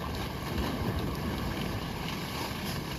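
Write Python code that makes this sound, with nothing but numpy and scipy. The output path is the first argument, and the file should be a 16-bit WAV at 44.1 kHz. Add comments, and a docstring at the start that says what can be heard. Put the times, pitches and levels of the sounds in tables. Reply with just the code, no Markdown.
"""On the bank of a river in flood, where the current drives a mobile home against a bridge.
The water is shaped noise that rumbles, churns and hisses; waves thump the hollow hull in soft, sagging booms.
The cabin's thin wall and roof crumple in surges of tiny damped rings and patchy noise, under sharper snaps
and a few dull knocks of resonant noise, all with short echoes.
One small microphone hears it, with a hollow, uneven treble."""
import sys
import numpy as np
from scipy import signal
from scipy.fft import rfft, irfft, next_fast_len
from scipy.io import wavfile
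from scipy.ndimage import uniform_filter1d, map_coordinates

SR = 44100
rng = np.random.default_rng(int(sys.argv[2]) if len(sys.argv) > 2 else 0)


def transcribe(signal):
    """Save signal, clipped to [-1, 1], as a 16-bit WAV file at the path in sys.argv[1]."""
    frames = np.atleast_2d(signal).T
    limited = np.clip(frames, -1, 1)
    pcm = np.round(limited * 32767).astype(np.int16)
    wavfile.write(sys.argv[1], SR, pcm)


N = 131418

# Loudness of the current's deep rumble, its churning waves and their upper, sloshing part.
# Each row: time in seconds, level in dB (before the trim in river()).
RUMBLE_LEVEL = [(0, -46), (.12, -37), (.24, -38.5), (.3, -46), (.35, -42), (.43, -43), (.5, -44), (.6, -40),
                (.68, -39), (.76, -45), (.94, -42), (1.07, -36.5), (1.19, -42), (1.26, -36.5), (1.35, -40),
                (1.44, -35.5), (1.51, -35.5), (1.58, -46), (1.72, -37.5), (1.85, -40.5), (2.0, -42.5),
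                (2.2, -47), (2.33, -44.5), (2.65, -43.5), (2.78, -41), (2.89, -47), (2.98, -49)]
CHURN_LEVEL = [(0.0, -41.5), (0.93, -38), (1.52, -40), (1.56, -50), (1.61, -37.5), (1.8, -41), (1.87, -37),
               (1.93, -45), (2.02, -38), (2.41, -42.5), (2.47, -52), (2.51, -39.5), (2.8, -38.5),
               (2.85, -48), (2.89, -37.5), (2.98, -41)]
SLOSH_LEVEL = [(0, -47), (.16, -41), (.25, -42), (.4, -45), (.52, -40.5), (.64, -35), (.78, -41),
               (.89, -35), (.98, -43), (1.03, -35.5), (1.18, -43.5), (1.24, -37), (1.4, -40), (1.54, -40.5),
               (1.62, -38), (1.77, -41), (1.9, -42), (2.04, -42.5), (2.2, -43), (2.33, -45), (2.43, -41),
               (2.55, -43.5), (2.7, -42), (2.98, -45)]
# Tone of each water layer. Each row: frequency in Hz, relative gain in dB.
RUMBLE_TONE = [(18, -56), (25, -45), (34, -26), (45, -10), (58, -6.5), (75, -4), (105, -8.5), (140, -12),
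               (300, -65)]
CHURN_TONE = [(70, -41), (115, -4), (155, 2), (195, -1.5), (260, -17), (500, -43.5)]
SLOSH_TONE = [(120, -20.5), (185, -3.5), (235, -1), (290, -3), (340, -4), (450, -10), (800, -22),
              (2000, -93)]
SPRAY_TONE = [(300, -3.5), (1100, -5), (2500, -16.5), (5000, -9.5), (7000, -27.5), (12000, -19),
              (15500, -60)]
# Waves thumping and slapping the hollow cabin.
# Each row: time of the crest in seconds, level in dB, pitch at the crest in Hz, length in seconds.
THUMPS = [(.24, -34, 62, 0.1), (.562, -33.5, 235, 0.035), (.598, -30, 68, 0.069), (.745, -35.5, 238, .045),
          (.825, -28.5, 77.5, 0.039), (.855, -34, 235, 0.057), (.895, -29.5, 110, 0.05),
          (.972, -28.3, 77, .065), (1.282, -29.5, 214, 0.03), (1.299, -33.5, 70.6, 0.088),
          (1.581, -35, 308, .035), (1.615, -35.5, 150, .05), (1.767, -29, 92, 0.042),
          (2.415, -37, 340, 0.021), (2.69, -35.5, 157, 0.044), (2.948, -40, 62, 0.07)]
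# Dull knocks of the wall on the bridge.
# Each row: start in seconds, level in dB before the fades, pitch in Hz, width as a share of the pitch.
KNOCKS = [(.039, -33.5, 1040, 0.15), (0.063, -33, 900, .2), (.21, -39, 860, .5), (.64, -33, 695, 0.68),
          (.882, -35, 560, .5), (1.513, -34.5, 1370, 0.24), (2.03, -30, 670, 0.44), (2.411, -32, 640, .7),
          (2.444, -32.5, 930, 0.34), (2.708, -32.5, 960, .4)]
# Snaps of the cladding. Each row: start in seconds, level of the ring in dB before the fades, pitch in Hz,
# 60 dB decay in seconds, level of the click over the ring in dB.
SNAPS = [(.1496, -29.5, 4400, .02, -7), (.426, -41, 11500, .012, 0), (.4813, -32, 4200, .025, -15),
         (.5781, -31.5, 4080, .022, -20), (.9892, -31, 3700, .02, -4), (1.111, -37, 3900, .02, -8),
         (1.1528, -27, 4900, .016, -3), (1.214, -37, 5600, .015, -12), (1.3803, -30.5, 3400, .03, -14),
         (1.5708, -29, 3100, .022, -18), (1.6137, -26, 2800, .026, -18), (1.6606, -34, 2760, .022, -18),
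         (1.8267, -39, 4000, .03, -8), (2.0837, -31, 2940, .075, -22), (2.2159, -33, 2750, .035, -18),
         (2.2847, -33, 2950, .035, -18)]
# Loudness of the crumpling: low crunch, bright crackle and treble fizz.
# Each row: time in seconds, level in dB (before the trim and surges in crumpling()).
CRUNCH_LEVEL = [(0, -43), (.1, -44.5), (.19, -43.5), (.225, -39.5), (.28, -44), (.4, -43.5), (.49, -40),
                (.58, -44.5), (.66, -37.5), (.74, -42), (.89, -40), (1.1, -43.5), (1.3, -41.5),
                (1.6, -41.5), (1.88, -43.5), (2.04, -43.5), (2.28, -44.5), (2.38, -40), (2.45, -39.5),
                (2.49, -43.5), (2.71, -43.5), (2.82, -46), (2.92, -42), (2.98, -53)]
CRACKLE_LEVEL = [(0, -46), (.12, -47.5), (.19, -44), (.225, -39), (.31, -48.5), (.41, -47), (.48, -44.5),
                 (.55, -45.5), (.66, -40), (.73, -44.5), (.8, -48), (.885, -44.5), (.93, -51.5), (.99, -44),
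                 (1.05, -49), (1.3, -46.5), (1.6, -44.5), (1.77, -46), (1.84, -43), (1.92, -45),
                 (1.99, -45), (2.11, -39.5), (2.18, -42.5), (2.3, -43.5), (2.37, -40), (2.45, -41),
                 (2.5, -43), (2.62, -42), (2.7, -40), (2.82, -48.5), (2.91, -41.5), (2.98, -45)]
FIZZ_LEVEL = [(0.0, -66), (0.12, -65), (0.18, -51), (0.28, -58), (0.41, -58), (0.47, -51.5), (0.59, -56),
              (0.65, -52), (0.74, -61), (1.73, -52.5), (1.77, -60), (2.45, -45.5), (2.63, -56),
              (2.68, -42.5), (2.72, -43), (2.79, -53), (2.98, -50.5)]
# Tone of each crumpling layer. Each row: frequency in Hz, relative gain in dB.
CRUNCH_TONE = [(180, -68), (400, 0.5), (600, -2), (800, 0), (1080, 2.5), (1500, -7), (2200, -8),
               (5000, -16.5)]
CRACKLE_TONE = [(600, -36), (1300, -6), (1800, -6.5), (2900, 2), (3800, -3), (4800, -7.5), (5700, -6.5),
                (7200, -11), (11500, -17.5), (15500, -36)]
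FIZZ_TONE = [(2500, -8), (4800, 8.5), (7200, 3), (11500, -2), (13000, -4.5), (14000, -13), (15500, -2)]
# Colour of the microphone. Each row: frequency in Hz, gain in dB.
MIC = [(1150, -0.5), (1290, -7), (1400, -11), (1560, 1), (1700, 3), (1940, -6), (2200, 0), (2600, -6),
       (2830, -3.5), (3280, -5.5), (3440, -10.5), (3870, -3.5), (4270, -5.5), (4620, -3), (4950, -6),
       (5350, -6), (5600, -12.5), (5900, -9.5), (7400, -9), (7900, -19), (8400, -28.5), (9100, -33),
       (9750, -10), (10800, -2), (13800, -2), (15500, -26)]

THUMP_SAG = 0.23  # pitch lost from start to end, as a share of the pitch at the crest
KNOCK_RISE_S, KNOCK_T60_S = 0.0012, 0.075
SNAP_RISE_S, CLICK_T60_S = 0.0004, 0.012
SNAP_WIDTH, CRACK_WIDTH = 0.09, 0.39  # ring and broad crack, as shares of the pitch
SNAP_CRACK_DB = -2  # crack against the ring
CLUSTERS_PER_S, CLUSTER_DECAY_S = 44, 0.026  # average rate, time constant
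ECHO_DB, ECHO_T60_S = -12, 0.052
TOP_HZ = 15700


def amp(db):
    """Decibels to gain."""
    return 10 ** (np.asarray(db) / 20)


def unit(x):
    """Bring x to rms 1."""
    return x / np.sqrt(np.mean(x ** 2) + 1e-20)


def along(points, hz):
    """Read a tone curve at any frequency, on a log axis."""
    f, db = np.transpose(points)
    return np.interp(np.log(hz + 1), np.log(f + 1), db)


def curve(rows):
    """Draw a level through its timed points, one value per sample."""
    seconds, db = np.transpose(rows)
    return np.interp(np.arange(N) / SR, seconds, db)


def filtered(x, response):
    """Shape x by a gain that depends on frequency."""
    m = next_fast_len(N + SR // 2)
    return irfft(rfft(x, m) * response(np.fft.rfftfreq(m, 1 / SR)), m)[:N]


def coloured(x, tone):
    """Shape x by a tone curve, at rms 1."""
    return unit(filtered(x, lambda hz: amp(along(tone, hz))))


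def even(x, seconds):
    """Level out x to about rms 1 in a sliding window of this length."""
    window = np.hanning(int(seconds * SR))
    power = np.abs(signal.fftconvolve(x ** 2, window / window.sum(), "same"))
    return x / np.sqrt(power + 1e-6)


def wobble(rate):
    """A smooth random curve with rate knots a second."""
    return map_coordinates(rng.standard_normal(2048), [np.arange(N) * rate / SR], mode="wrap")


def rush(patchy_db):
    """White noise whose gain varies in random patches of time and frequency, at rms 1."""
    z = signal.stft(rng.standard_normal(N), nperseg=512)[2]
    field = uniform_filter1d(rng.standard_normal(z.shape), size=4, axis=0)
    field = uniform_filter1d(field, size=8, axis=1)
    return unit(signal.istft(z * amp(patchy_db * unit(field)), nperseg=512)[1][:N])


def ring(hz, width):
    """Noise through one resonance, at rms 1; width is a share of the pitch."""
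    f = np.fft.rfftfreq(8192, 1 / SR)
    damping = 1j * f * hz * width
    body = damping / (hz * hz - f * f + damping)
    return unit(irfft(body * np.exp(2j * np.pi * rng.random(len(f)))))


def add(out, start, sound, rise, t60):
    """Lay a struck sound into out: a quick rise (time constant) and a 60 dB decay, in seconds."""
    t = np.arange(len(sound)) / SR
    struck = sound * (1 - np.exp(-t / rise)) * np.exp(-np.log(1000) * t / t60)
    part = out[round(start * SR):][:len(t)]
    part += struck[:len(part)]


def water(tone, seconds):
    """Noise in the tone of one water layer, kept level."""
    return even(coloured(rng.standard_normal(N), tone), seconds)


def river():
    """Turbulent water as shaped noise: deep rumble, churning and sloshing waves, an even hiss of spray."""
    rumble = amp(curve(RUMBLE_LEVEL) + 0.6) * water(RUMBLE_TONE, seconds=0.15)
    churn = amp(curve(CHURN_LEVEL)) * water(CHURN_TONE, seconds=0.12)
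    slosh = amp(curve(SLOSH_LEVEL) + 1.1) * water(SLOSH_TONE, seconds=0.11)
    spray = amp(-47.5) * coloured(rush(patchy_db=0.0), SPRAY_TONE)
    return rumble + churn + slosh + spray


def thumps():
    """A wave meets the hollow wall: a soft boom that swells, sags in pitch and dies."""
    out, t = np.zeros(N), np.arange(N) / SR
    for crest, db, hz, length in THUMPS:
        u = np.clip((t - crest) / length, -.5, .5)  # place within the thump, 0 at the crest
        swell = np.cos(np.pi * u) ** 2
        cycles = hz * length * (u - THUMP_SAG * u * u / 2) + rng.random()
        out += amp(db) * np.sqrt(2) * swell * np.sin(2 * np.pi * cycles)
    return out


def bridge(x):
    """Scatter from the bridge and the cabin: forty weak echoes, 3 to 63 ms late, that die away."""
    delay, size = rng.random(40) * .06 + .003, rng.standard_normal(40)
    faded = size * np.exp(-np.log(1000) * delay / ECHO_T60_S)
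    echoes = np.bincount((delay * SR).astype(int), faded)
    return amp(ECHO_DB) * signal.fftconvolve(x, echoes / np.linalg.norm(echoes))[:N]


def knocks():
    """The hollow wall bumps and buckles against the bridge: a struck resonance, broad and dull."""
    out = np.zeros(N)
    for start, db, hz, width in KNOCKS:
        add(out, start, amp(db) * ring(hz, width), KNOCK_RISE_S, KNOCK_T60_S)
    return out


def snaps():
    """Cladding breaks: a sharp click of white noise with a broad crack and a short, narrower ring."""
    out = np.zeros(N)
    for start, db, hz, t60, click_db in SNAPS:
        crack = amp(SNAP_CRACK_DB) * ring(hz, CRACK_WIDTH)
        add(out, start, amp(db) * (ring(hz, SNAP_WIDTH) + crack), SNAP_RISE_S, t60)
        click = amp(db + click_db) * rng.standard_normal(SR // 20)
        add(out, start, click, SNAP_RISE_S, CLICK_T60_S)
    return out


def bursts():
    """Fractures cluster: a random curve of sudden rises and quick falls, without slow drift, at rms 1."""
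    onsets = rng.random(N) < CLUSTERS_PER_S / SR
    level = signal.lfilter([1], [1, -np.exp(-1 / (CLUSTER_DECAY_S * SR))], 1.0 * onsets)
    return unit(level - uniform_filter1d(level, size=SR // 20))


def grains(count, low_hz, high_hz, cycles, spread_db):
    """Tiny fractures, each a ring of random time, pitch and size that fades by e in so many cycles."""
    when, pitch, size, phase = rng.random((count, 4)).T[:, :, None]
    hz = low_hz + (high_hz - low_hz) * pitch
    k = np.arange(400)  # samples in each ring
    size_db = -spread_db * np.log(.02 + size)  # few large, many small
    decay = np.exp(-k / SR * hz / cycles)
    tone = np.sin(2 * np.pi * (hz * k / SR + phase))
    rings = amp(size_db) * decay * tone * np.sqrt(hz)  # the root makes up for shorter high rings
    place = (when * N).astype(int) + k
    return unit(np.bincount(place.ravel(), rings.ravel(), N)[:N])


def crumpling():
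    """Panels give way in bursts of tiny fractures: a low crunch, a bright crackle and a fine fizz."""
    clusters, flutter = bursts(), wobble(300)
    low = grains(count=3000, low_hz=301.0, high_hz=2240, cycles=2.56, spread_db=2.0)
    low = low + amp(5.5) * rush(patchy_db=3.5)
    high = grains(count=7000, low_hz=1210, high_hz=7254, cycles=18.0, spread_db=0.5)
    high = high + amp(5) * rush(patchy_db=3.5)
    # each level in dB: drawn curve, trim, then the surges
    crunch_db = curve(CRUNCH_LEVEL) + 1.0 + 1.6 * clusters
    crackle_db = curve(CRACKLE_LEVEL) + 2.56 + 1.29 * clusters + 0.37 * flutter
    fizz_db = curve(FIZZ_LEVEL) + 7.5 + 0.24 * clusters + 0.57 * flutter
    crunch = amp(crunch_db) * even(coloured(low, CRUNCH_TONE), seconds=0.033)
    crackle = amp(crackle_db) * even(coloured(high, CRACKLE_TONE), seconds=0.023)
    fizz = amp(fizz_db) * coloured(rush(patchy_db=2.5), FIZZ_TONE)
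    return crunch + crackle + fizz


def scene():
    """The river, its thumps on the hull, and the breaking cabin with its echoes."""
    cabin = crumpling() + snaps() + knocks()
    return (river() + thumps() + cabin + bridge(cabin))[None]


def record(dry):
    """The microphone's uneven colour, with nothing from its top frequency up."""
    return filtered(dry[0], lambda hz: amp(along(MIC, hz)) * (hz < TOP_HZ))[None]


dry = scene()
out = record(dry)
transcribe(out)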